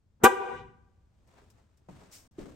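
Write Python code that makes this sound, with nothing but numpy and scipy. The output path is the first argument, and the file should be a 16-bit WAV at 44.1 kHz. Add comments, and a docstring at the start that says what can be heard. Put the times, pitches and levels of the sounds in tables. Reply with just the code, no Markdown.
"""Under a vehicle, close up: a two-trumpet air horn gives one very short blast.
The valve pops and spits air, two diaphragms buzz a 40 ms chord into flared pipes,
and the surroundings ring on with near and far reflections. Later come faint rustles,
ticks, soft thuds and a scuff over a low rumble; the sound drops out once, briefly."""
import sys
import numpy as np
from scipy import signal
from scipy.fft import rfft, irfft
from scipy.io import wavfile
from scipy.ndimage import uniform_filter1d

SR = 44100
rng = np.random.default_rng(int(sys.argv[2]) if len(sys.argv) > 2 else 0)


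def unload_wav(signal):
    """Save mono or channel-first audio to the path in sys.argv[1] as 16-bit WAV at rate SR, clipped to [-1, 1]."""
    wavfile.write(
        sys.argv[1],
        SR,
        np.round(np.clip(np.atleast_2d(signal).T, -1, 1) * 32767).astype(np.int16),
    )


N = 112454
T, HZ = np.arange(N) / SR, np.fft.rfftfreq(N, 1 / SR)

# Left-right likeness of noise and echoes: freq_hz, correlation
STEREO_CORRELATION = [(60, .95), (200, 0.67), (400, 0.52), (800, .25), (3000, 0.26), (15000, .35)]
# Background rumble: freq_hz, density_db
RUMBLE_SPECTRUM = [(25, -10.5), (45, -4), (65, 0.5), (100, -1), (150, -10.5), (220, -13), (350, -21.5),
                   (600, -27.5), (1100, -33.5), (2500, -40), (7000, -43), (16000, -57.5)]
# Its envelope: time_s, level_db
RUMBLE_LEVEL = [(0, -69.5), (.5, -64.5), (1.1, -65), (1.5, -61.5), (1.75, -68), (2.15, -63.5), (2.5, -60)]
# Low roll after the blast: freq_hz, density_db
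ROLL_SPECTRUM = [(25, -15), (60, 0), (150, 0.5), (250, -6.5), (500, -43.5), (2000, -75)]
# Its envelope: time_s, level_db
ROLL_LEVEL = [(.48, -85), (.53, -51.5), (.65, -53), (.8, -66), (1.0, -81)]
# Rustle: freq_hz, density_db
RUSTLE_SPECTRUM = [(100, -3.5), (350, 0.5), (700, -2), (1300, -6.5), (2200, -12), (4500, -17.5),
                   (8000, -19), (12000, -28), (16000, -34)]
# Its envelope: time_s, level_db
RUSTLE_LEVEL = [(1.0, -89.5), (1.26, -77), (1.285, -68), (1.34, -66), (1.39, -65), (1.44, -68),
                (1.55, -73.5), (1.59, -68.5), (1.66, -76.5), (1.882, -77.5), (1.889, -61.5), (2.03, -60.5),
                (2.1, -62.5), (2.27, -68.5), (2.315, -84), (2.375, -69), (2.39, -52.5), (2.44, -55.5),
                (2.55, -63)]
# Dull rub: freq_hz, density_db
RUB_SPECTRUM = [(200, -9), (600, -1), (1200, -1), (2200, -11.5), (5000, -21), (12000, -35)]
# Bright scuff and ticks: freq_hz, density_db
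SCUFF_SPECTRUM = [(800, -19), (2000, -5.5), (3200, -5), (4200, -5), (5500, 3), (6800, -1), (8500, -0.5),
                  (12000, -6), (16000, -8.5)]
# Ticks: start_s, level_db
TICKS = [(1.274, -72), (1.501, -62.5), (1.772, -71)]
# Soft thuds: start_s, boom_db, knock_hz, knock_db, boom_t60_s, tap_db
THUDS = [(1.418, -68, 400, -58.5, .2, -72.5), (1.582, -69.5, 600, -73, 0.23, -70),
         (1.814, -71, 330, -71, 0.16, -84), (1.886, -50, 185, -41, 0.63, -47),
         (2.015, -62, 328, -62, 0.25, -56.5), (2.383, -41.5, 330, -32, 0.7, -57)]
# Boom of a thud: knock_pitch_ratio, density_db
BOOM_SPECTRUM = [(.12, -9), (.3, -8.5), (.7, -4), (1, -3), (1.6, -11), (3, -36.5), (8, -49), (30, -60)]
# Tap of a thud: freq_hz, density_db
TAP_SPECTRUM = [(150, -11), (400, 5), (950, 3), (1500, -13), (3000, -31), (10000, -40)]
# Reflections: freq_hz, near_db, far_db, far_hold_s, far_t60_s
REFLECTIONS = [(100, -11, -9, .28, 0.99), (250, -7, -11, .28, 0.93), (420, -2, -4.5, .275, 0.49),
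               (780, -10, -10, .275, .6), (1150, -10.5, -14.5, .29, .7), (2000, -9, -14, .33, 0.69),
               (3500, -12, -15.5, .35, 0.47), (4800, -12, -19, .35, .6), (7500, -11, -26, .33, .6),
               (14000, -22, -42, .3, .4)]
# Air hiss: freq_hz, density_db
HISS_SPECTRUM = [(500, -12.5), (1500, 4.5), (3000, 3), (4500, -10.5), (6500, -0.5), (8700, 1.5),
                 (12000, -1), (16000, -10)]
# Puff through the valve: freq_hz, density_db
PUFF_SPECTRUM = [(30, -9), (110, -12), (235, 0), (310, -8), (420, -2), (700, -8), (1500, -13), (2500, -34),
                 (6000, -54.5)]
# Its envelope: time_s, level_db
PUFF_LEVEL = [(.2, -67), (.222, -50.5), (.234, -36), (.239, -24), (.244, -24), (.252, -31), (.28, -48),
              (.32, -74)]
# Pipe modes rung by the first slug of air: freq_hz, level_db
POP_MODES = [(425, -6), (720, -20), (1450, -22)]
# Low trumpet, first harmonic up: level_db, left_minus_right_db
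LOW_HARMONICS = [(-23.5, 1.5), (-19.5, 9.5), (-16, 0.5), (-22.5, -4.5), (-35, 3), (-31, 0.5), (-38, 4.5),
                 (-41.5, 2.5), (-40.5, 8.5), (-45.5, 5)]
# High trumpet, first harmonic up: level_db, left_minus_right_db
HIGH_HARMONICS = [(-26, -8), (-18.5, 0), (-22, -1.5), (-29, 2), (-29.5, 4), (-37, 0), (-43, 2), (-50, -1.5)]
# Microphone notches: centre_hz, width_hz, gain_db
MIC_NOTCHES = [(10280, 560, -24.5), (13800, 480, -23.5)]


def amp(db):
    """Decibels to gain."""
    return 10 ** (np.asarray(db) / 20)


def unit(x):
    """Scale to rms 1."""
    return x / np.sqrt(np.mean(x ** 2) + 1e-20)


def lookup(points, hz):
    """Interpolate a table over log frequency."""
    freq_hz, value = np.transpose(points)
    return np.interp(np.log(hz + 1), np.log(freq_hz), value)


def envelope(points):
    """Gain over time from time_s, level_db rows."""
    return amp(np.interp(T, *np.transpose(points)))


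def decay(age_s, t60_s):
    """Unity until age 0, then 60 dB down per t60_s."""
    return amp(-60 * np.maximum(age_s, 0) / t60_s)


def burst(start_s, rise_s, hold_s, t60_s):
    """Linear attack, hold, exponential release."""
    return np.clip((T - start_s) / rise_s, 0, 1) * decay(T - start_s - rise_s - hold_s, t60_s)


def wander(samples):
    """Smoothed random signal, rms 1."""
    return unit(uniform_filter1d(rng.standard_normal(N), samples))


def noise(spectrum=None, left_db=2):
    """Partly correlated stereo noise, rms 1; white by default."""
    a, b = rfft(rng.standard_normal((2, N)))
    corr = lookup(STEREO_CORRELATION, HZ)
    left, right = a * amp(left_db), corr * a + np.sqrt(1 - corr ** 2) * b
    colour = 1 if spectrum is None else amp(lookup(spectrum, HZ))
    return unit(irfft([left * colour, right * colour], N))


def rumble():
    """Low background, plus a roll coming back after the blast."""
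    floor = noise(RUMBLE_SPECTRUM) * envelope(RUMBLE_LEVEL)
    return floor + noise(ROLL_SPECTRUM) * envelope(ROLL_LEVEL)


def handling(grain_db=1.58):
    """Grainy rustle, one bright scuff, tiny ticks and a dull rub."""
    grain = amp(grain_db * wander(250))
    rustle = noise(RUSTLE_SPECTRUM) * envelope(RUSTLE_LEVEL)
    scuff = amp(-51) * burst(2.108, rise_s=.024, hold_s=.025, t60_s=.32)
    ticks = sum(amp(db) * burst(start_s, rise_s=.0013, hold_s=0, t60_s=.09) for start_s, db in TICKS)
    bright = noise(SCUFF_SPECTRUM) * (scuff + ticks)
    rub = amp(-60.5) * noise(RUB_SPECTRUM) * burst(1.345, rise_s=.036, hold_s=.0116, t60_s=.147)
    return (rustle + rub) * grain + bright


def thud(start_s, boom_db, knock_hz, knock_db, boom_t60_s, tap_db, peak_cycles=1.6):
    """A tap, a dull knock of a few cycles and its boom in the surroundings."""
    tap = amp(tap_db) * noise(TAP_SPECTRUM) * burst(start_s, rise_s=.00079, hold_s=.0017, t60_s=.091)
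    cycles = np.maximum(T - start_s, 0) * knock_hz
    swell = (cycles / peak_cycles * np.exp(1 - cycles / peak_cycles)) ** 2
    knock = amp(knock_db) * swell * np.sin(2 * np.pi * cycles)
    boom = amp(boom_db) * noise([(ratio * knock_hz, db) for ratio, db in BOOM_SPECTRUM])
    return tap + knock + boom * burst(start_s, rise_s=.004, hold_s=0, t60_s=boom_t60_s)


def surroundings(source, sag_db_per_s=19, drop_db=5, drop_s=.04, onset_s=.0076):
    """Near reflections die fast; far ones hold until the farthest wall has answered, then fade."""
    rows, response = np.array(REFLECTIONS), np.zeros((2, N))
    for far in (False, True):
        hz, t, bands = signal.stft(noise(), SR, nperseg=512)
        hz = hz[:, None]
        near_db, far_db, hold_s, t60_s = (lookup(rows[:, [0, col]], hz) for col in (1, 2, 3, 4))
        if far:
            sag = amp(-sag_db_per_s * t - drop_db * np.clip((t - hold_s) / drop_s, 0, 1))
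            distant_ring = amp(-22.5) * decay(t, t60_s=1.7) / (1 + (hz / 2500) ** 2)
            fade = sag * decay(t - hold_s, t60_s) + distant_ring
        else:
            fade = decay(t, t60_s=.33)
        fade *= np.minimum(t / onset_s, 1)
        fade /= np.sqrt(N * np.mean(fade ** 2, axis=-1, keepdims=True))  # unit energy per band
        bands = bands * fade * amp(far_db if far else near_db)
        response += signal.istft(bands, SR, nperseg=512)[1][:, :N]
    return signal.fftconvolve(source.mean(axis=0)[None], response, axes=1)[:, :N]


def valve_hiss():
    """The valve spits a short, bright jet of air."""
    return amp(-17) * noise(HISS_SPECTRUM) * burst(.2345, rise_s=.008, hold_s=.001, t60_s=.085)


def valve_pop(start_s=.2376, length_s=.0085, mount_hz=236.7):
    """The first slug of air pops the pipes with a low puff; the jolt rings the mounting."""
    t = np.clip(T - start_s, 0, length_s)
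    window = np.sqrt(abs(np.sin(np.pi * t / length_s)))
    pipes = window * sum(amp(db) * np.sin(2 * np.pi * hz * t) for hz, db in POP_MODES)
    flowing = (T > PUFF_LEVEL[0][0]) & (T < PUFF_LEVEL[-1][0])
    puff = noise(PUFF_SPECTRUM) * envelope(PUFF_LEVEL) * flowing
    jolt = amp(-17) * burst(start_s, rise_s=.0022, hold_s=0, t60_s=.12)
    return pipes + puff + jolt * np.sin(2 * np.pi * mount_hz * (T - start_s))


def trumpet(harmonics, start_s, length_s, pitch_hz):
    """A diaphragm buzzes into a flared pipe; the tone brightens and dulls with the air pressure."""
    attack_s, release_s, dulling_s = .015, .006, .013
    scoop_depth, scoop_s, rise_per_s, jitter = .045, .005, .9, .012
    count, buzz_db, flutter_depth, spread_rad = 24, -53, .17, .94
    t = np.maximum(T - start_s, 0)
    scoop = scoop_depth * np.exp(-t / scoop_s)  # pitch comes from below as pressure builds
    glide = rise_per_s * (np.minimum(t, 2 * length_s) - length_s / 2)
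    cycles = np.cumsum(pitch_hz * (1 - scoop + glide + jitter * wander(120))) / SR
    release = np.exp(-np.maximum(t - length_s, 0) / release_s)
    tone = np.zeros((2, N))
    for k in range(1, count + 1):
        level_db, pan_db = harmonics[k - 1] if k <= len(harmonics) else (buzz_db, 0)
        gain = np.sqrt(2) * amp(level_db + np.array([[.5], [-.5]]) * pan_db)
        # Upper harmonics come last and leave first.
        attack = np.minimum(t / attack_s, 1) ** (np.sqrt(k) / 2)
        dulling = max(k / 2, 1) ** (-np.maximum(t - .79 * length_s, 0) / dulling_s)
        right_lead_rad = np.array([[0], [spread_rad]]) * min(k * pitch_hz / 1200, 1)
        phase_rad = 2 * np.pi * (k * cycles + rng.random()) + right_lead_rad
        flutter = 1 + flutter_depth * unit(uniform_filter1d(wander(130), 130))
        tone += gain * attack * release * dulling * flutter * np.cos(phase_rad)
    return tone


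def scene():
    """The blast and its echoes, then small noises over the rumble."""
    chord = trumpet(LOW_HARMONICS, start_s=.2395, length_s=.0325, pitch_hz=388)
    chord += trumpet(HIGH_HARMONICS, start_s=.2352, length_s=.033, pitch_hz=486)
    pop, hiss = valve_pop(), valve_hiss()
    # The trumpets point outward and reach the surroundings best.
    echoes = surroundings(chord + amp(-15) * pop + amp(-2) * hiss)
    return chord + pop + hiss + echoes + rumble() + handling() + sum(thud(*row) for row in THUDS)


def record(dry, clip_level=.92, dropout_s=(2.277, 2.311), cutoff_hz=16000):
    """Two microphone notches, overload, a brief dropout and a low-pass."""
    notches = amp(sum(db * np.exp(-((HZ - hz) / width_hz) ** 2) for hz, width_hz, db in MIC_NOTCHES))
    clipped = np.clip(irfft(rfft(dry) * notches, N), -clip_level, clip_level)
    gate = uniform_filter1d(1. * ((T < dropout_s[0]) | (T > dropout_s[1])), 64)
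    lowpass = signal.firwin(511, cutoff_hz, window=("kaiser", 9), fs=SR)
    return signal.oaconvolve(clipped * gate, lowpass[None], "same")


dry = scene()
out = record(dry)
unload_wav(out)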